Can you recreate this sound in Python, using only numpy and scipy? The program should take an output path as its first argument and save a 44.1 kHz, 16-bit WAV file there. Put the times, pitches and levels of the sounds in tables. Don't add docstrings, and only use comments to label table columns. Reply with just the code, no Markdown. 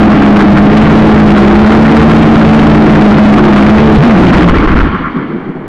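import sys
import numpy as np
from scipy import signal
from scipy.fft import rfft, irfft, next_fast_len
from scipy.io import wavfile
from scipy.ndimage import map_coordinates

SR = 44100
rng = np.random.default_rng(int(sys.argv[2]) if len(sys.argv) > 2 else 0)


def ratio(d):
    e = np.asarray(d, float) / 20
    return 10 ** e


def put_to_file(sound):
    columns = np.atleast_2d(sound).T
    safe = np.clip(columns, -1, 1)
    whole_steps = np.round(safe * 32767)
    wavfile.write(sys.argv[1], SR, whole_steps.astype(np.int16))


N = 250477

# time in seconds, tone in Hz.
NEAR_ROTOR = [(0.0, 212.1), (0.55, 202.6), (0.77, 213.6), (1.06, 217.3), (1.4, 205), (1.9, 222.5),
              (2.6, 218.8), (3.15, 208), (3.47, 213.4), (3.57, 203.8), (3.85, 221), (3.97, 209.7),
              (4.05, 243.2), (4.1, 222.6), (4.19, 177.3), (4.36, 183.4), (4.52, 168)]
# time in seconds, tone in Hz.
SLOW_ROTOR = [(0.0, 140), (0.15, 155), (0.42, 142), (0.8, 157), (1.25, 156), (1.4, 142), (1.75, 148),
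              (1.9, 157), (2.4, 160.5), (2.85, 159.5), (3.25, 147), (3.98, 149.1), (4.1, 159.4)]
# time in seconds, tone in Hz.
FAR_BLADES = [(0.0, 326.3), (0.6, 308), (1.22, 320.9), (1.36, 338), (1.75, 343.9), (1.87, 305), (2.2, 312),
              (2.6, 298), (3.0, 310), (3.38, 302.3), (3.6, 329), (4.1, 314.2), (4.22, 334.1), (4.45, 310.8)]
# multiple of shaft speed, level in dB.
SHAFT_ORDERS = [(1, -20.5), (2, -20), (4, -17.5), (5, -21), (6, -19.5)]
# time in seconds, length in seconds, loss in dB.
STALLS = [
    (0.154, 0.059, 6),
    (0.255, 0.026, 7.5),
    (0.443, 0.042, 8.5),
    (0.541, 0.025, 9.5),
    (4.22, 0.085, 15),
    (4.337, .03, 14),
    (4.414, .1, 8),
    (4.3, .7, 2.5),
]
# time in seconds, length in seconds, gain in dB.
SLOW_SURGES = [
    (0.153, 0.62, -9.5),
    (1.625, 0.52, -6),
    (3.852, .2, 5),
]
# time in seconds, length in seconds, gain in dB.
FAR_SURGES = [
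    (0.302, .2, 3.5),
    (1.056, 0.61, 3.5),
    (2.757, .5, 2.5),
    (3.244, .3, -4),
    (4.215, .13, 10),
]
# time in seconds, excess in dB.
OVERLOAD = [
    (0, 16.5),
    (2, 19),
    (4.2, 17.5),
    (4.45, 15),
    (4.6, 8),
    (4.8, 9),
    (4.9, 6),
    (5.68, 6.5),
]
# hover level in dB, grounded level in dB, skid level in dB,
# fade after the cut in dB per second, rest level in dB.
LAYER_STAGES = [
    (-22, -21.5, -14, 75, -45.5),
    (-12.5, -12, -12, 89.5, -26.5),
    (-18, -18, -13.5, 44.5, -47),
    (-27.5, -25.5, -26, 26.5, -56),
]
# frequency in Hz, density in dB per Hz.
BUFFET_SPECTRUM = [(10, -10.5), (25, -4), (60, -4), (95, -4), (140, -25), (300, -59)]
# frequency in Hz, width in Hz, level in dB.
ARM_MODES = [(148, 28, -2.5), (223.4, 97, -0.5), (328.4, 90.4, -1.5), (477.5, 91, -14.5)]
# frequency in Hz, width in Hz, level in dB.
SHELL_MODES = [(1069.6, 61, -2), (1169, 96, -3.5), (1379, 72, -3), (1565, 100, -6), (1711, 220, -8),
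               (2243, 220, -10.5)]
# frequency in Hz, density in dB per Hz.
HISS_SPECTRUM = [(200, -54), (500, -6), (850, 6.5), (1800, 1), (2300, 1.5), (2600, -3.5), (3200, 0),
                 (3800, -9.5), (4600, -12), (5100, -21), (6000, -18), (9000, -47)]
# time in seconds, arm shake in dB, shell rattle in dB, length in seconds.
ROCKS = [(4.212, -6, -17.5, .12), (4.424, -10.5, -12, .06), (4.553, -10, -15.5, .06),
         (4.64, -7.5, -13, .06), (4.778, -10, -11, 0.064), (4.864, -17, -11.5, 0.037),
         (4.949, -15.5, -12, .07), (5.005, -16, -29, 0.045), (5.064, -24, -14.5, 0.13),
         (5.172, -16.5, -21.5, 0.099), (5.227, -21, -24, 0.15), (5.309, -20.5, -26, 0.07),
         (5.36, -18.5, -31, 0.088), (5.415, -24, -32, .04), (5.491, -19.5, -37, 0.076),
         (5.56, -20, -45, 0.035), (5.603, -37, -48, 0.031)]
# time in seconds, push in dB, length in seconds, direction (+1 or -1).
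THUMPS = [
    (3.98, -5.5, 0.011, -1),
    (4.343, -11, .012, -1),
    (4.503, -9, .011, -1),
    (4.514, -11, .009, -1),
    (4.582, -11, 0.0091, -1),
    (4.671, -7.5, .016, 1),
    (4.714, -6.5, .012, -1),
    (4.748, -5, 0.011, -1),
    (4.797, -12.5, .011, -1),
    (4.82, -10, 0.014, -1),
]
# time in seconds, length in seconds, level in dB.
SCRAPES = [
    (4.427, 0.039, -23.5),
    (4.576, .09, -16.5),
    (4.692, 0.11, -22.5),
    (4.795, .08, -20),
]
# frequency in Hz, width in Hz, level in dB.
TIP_MODES = [(2350, 270, 5), (3100, 400, -8.5)]
# frequency in Hz, density in dB per Hz.
TRAFFIC_SPECTRUM = [(10, -1), (60, -9), (150, -1.5), (600, -7.5), (1200, -7.5), (2300, -12.5), (2600, -27),
                    (3500, -32.5), (6000, -56)]
# frequency in Hz, gain in dB.
CAPSULE = [(20, -1.5), (5000, -1.9), (7500, -9.5), (12000, -37)]
# frequency in Hz, gain in dB.
CONVERTER = [(9000, 0), (10400, 6), (11200, -0.5), (12300, -7.5), (15800, -4.5)]

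TOUCHDOWN_S, SKID_S, CUT_S = 3.97, 4.48, 4.81
SETTLE_S = 0.01


def unit(x):
    return x / np.sqrt(np.mean(x ** 2) + 1e-20)


def along(points, hz):
    f, v = np.transpose(points)
    return np.interp(np.log(hz + 1), np.log(f + 1), v)


def curve(points):
    s, v = np.transpose(points)
    return np.interp(np.arange(N) / SR, s, v)


def wobble(rate):
    knots = rng.standard_normal(int(N * rate / SR) + 4)
    return map_coordinates(knots, [np.arange(N) * rate / SR])


def humps(times, lengths, heights):
    u = (np.arange(N) / SR - np.array(times)[:, None]) / np.array(lengths)[:, None]
    return np.array(heights) @ np.cos(np.pi * np.clip(u, -0.5, 0.5)) ** 2


def filtered(x, response):
    m = next_fast_len(N + SR // 2)
    return irfft(rfft(x, m) * response(np.fft.rfftfreq(m, 1 / SR)), m)[..., :N]


def coloured(spectrum):
    return unit(filtered(rng.standard_normal(N), lambda hz: ratio(along(spectrum, hz))))


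def resonant(x, modes):
    def response(f):
        total = 0
        for k, (centre, width, db) in enumerate(modes):
            damping = 1j * f * width
            total = total + (-1) ** k * ratio(db) * damping / (centre * centre - f * f + damping)
        return total
    return unit(filtered(x, response))


def traffic():
    return ratio(-24.5) * coloured(TRAFFIC_SPECTRUM)


def layer_gain(stages, bursts=None):
    hover_db, grounded_db, skid_db, fade, rest_db = stages
    t = np.arange(N) / SR
    landed = np.clip((t - TOUCHDOWN_S) / SETTLE_S, 0, 1)
    skidding = np.clip((t - SKID_S) / SETTLE_S, 0, 1)
    db = hover_db + (grounded_db - hover_db) * landed + (skid_db - grounded_db) * skidding
    db = db - fade * np.clip(t - CUT_S, 0, None)
    power = ratio(2 * np.maximum(db, rest_db))
    if bursts is not None:
        s, burst_db, length = bursts
        power = power + humps(s, length, ratio(burst_db)) ** 2
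    return np.sqrt(power)


def brush_hiss(effort):
    sputter = ratio(effort * (0.5 * wobble(30) + 2.8 * wobble(70)))
    return layer_gain(LAYER_STAGES[3]) * ratio(5.5) * sputter * coloured(HISS_SPECTRUM)


def downwash():
    return layer_gain(LAYER_STAGES[0]) * coloured(BUFFET_SPECTRUM)


def arm_shake(effort):
    s, arm_db, _, length = np.transpose(ROCKS)
    jolts = ratio(1.34 * effort * wobble(80)) * rng.standard_normal(N)
    return layer_gain(LAYER_STAGES[1], (s, arm_db, length)) * resonant(jolts, ARM_MODES)


def gear_whine(effort):
    s, _, shell_db, length = np.transpose(ROCKS)
    roughness = ratio(effort * (3.1 * wobble(50) + 2.6 * wobble(300)))
    teeth = roughness * rng.standard_normal(N)
    whine = resonant(resonant(teeth, SHELL_MODES), [(1294, 1270, -1)])
    return layer_gain(LAYER_STAGES[2], (s, shell_db, length)) * ratio(-3.0) * whine


def scrape():
    s, length, db = np.transpose(SCRAPES)
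    grit = ratio(8.8 * wobble(250)) * rng.standard_normal(N)
    return humps(s, length, ratio(db)) * resonant(grit, TIP_MODES)


def thumps():
    s, db, length, direction = np.transpose(THUMPS)
    return humps(s, length, np.sign(direction) * ratio(db + 4.5))


def turning(track, jitter):
    t = np.arange(N) / SR
    running = np.clip((track[-1][0] - t) / 0.029, 0, 1)
    shaken = jitter * (1 + 3 * (t > TOUCHDOWN_S))
    phase = 2 * np.pi * np.cumsum(curve(track)) / SR + shaken * wobble(45)
    return phase, np.sqrt(2) * running


def shaft():
    phase, running = turning(NEAR_ROTOR, jitter=0.42)
    turns = phase / 3
    return running * sum(ratio(db + 2.75 * wobble(9)) * np.sin(k * turns) for k, db in SHAFT_ORDERS)


def rotor(track, level_db, jitter, flutter_db):
    phase, running = turning(track, jitter)
    return running * ratio(level_db + flutter_db * wobble(35)) * np.sin(phase)


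def rotors():
    near_db = -6.52 - humps(*np.transpose(STALLS))
    near = rotor(NEAR_ROTOR, near_db, jitter=0.19, flutter_db=1.5)

    slow_hz = curve(SLOW_ROTOR)
    pull_db = 92.5 * np.log(slow_hz / slow_hz.mean())
    slow_db = -15.5 + pull_db + humps(*np.transpose(SLOW_SURGES))
    slow = rotor(SLOW_ROTOR, slow_db, jitter=0.24, flutter_db=2.5)

    far_db = -16 + 1.5 * wobble(6) + humps(*np.transpose(FAR_SURGES))
    far = rotor(FAR_BLADES, far_db, jitter=0.29, flutter_db=1.5)

    jolt_db = np.minimum(humps([4.008], [0.1], [22]), 11)
    return ratio(-jolt_db) * (near + far + shaft()) + ratio(jolt_db) * slow


def scene():
    overload_db = curve(OVERLOAD)
    effort = np.clip(overload_db / 12, 0.2, 1)
    airframe = downwash() + arm_shake(effort) + gear_whine(effort) + brush_hiss(effort)
    craft = rotors() + airframe + thumps() + scrape()
    return (ratio(overload_db) * craft + traffic())[None]


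def top_cut(x):
    return signal.sosfilt(signal.butter(12, 15830, fs=SR, output="sos"), x)


def record(dry):
    rail, smooth_hz, second_hz = 0.71, 1630, 6050
    sensed = filtered(dry, lambda hz: ratio(along(CAPSULE, hz)))
    railed = np.clip(sensed, -rail, rail) - 0.005
    railed = railed + ratio(-50.5) * rng.standard_normal(N)

    def response(hz):
        return ratio(along(CONVERTER, hz)) / (1 + 1j * hz / smooth_hz) / (1 + 1j * hz / second_hz)

    start = railed[:, :1]
    mix = start + filtered(railed - start, response)
    return top_cut(mix)


dry = scene()
out = record(dry)
put_to_file(out)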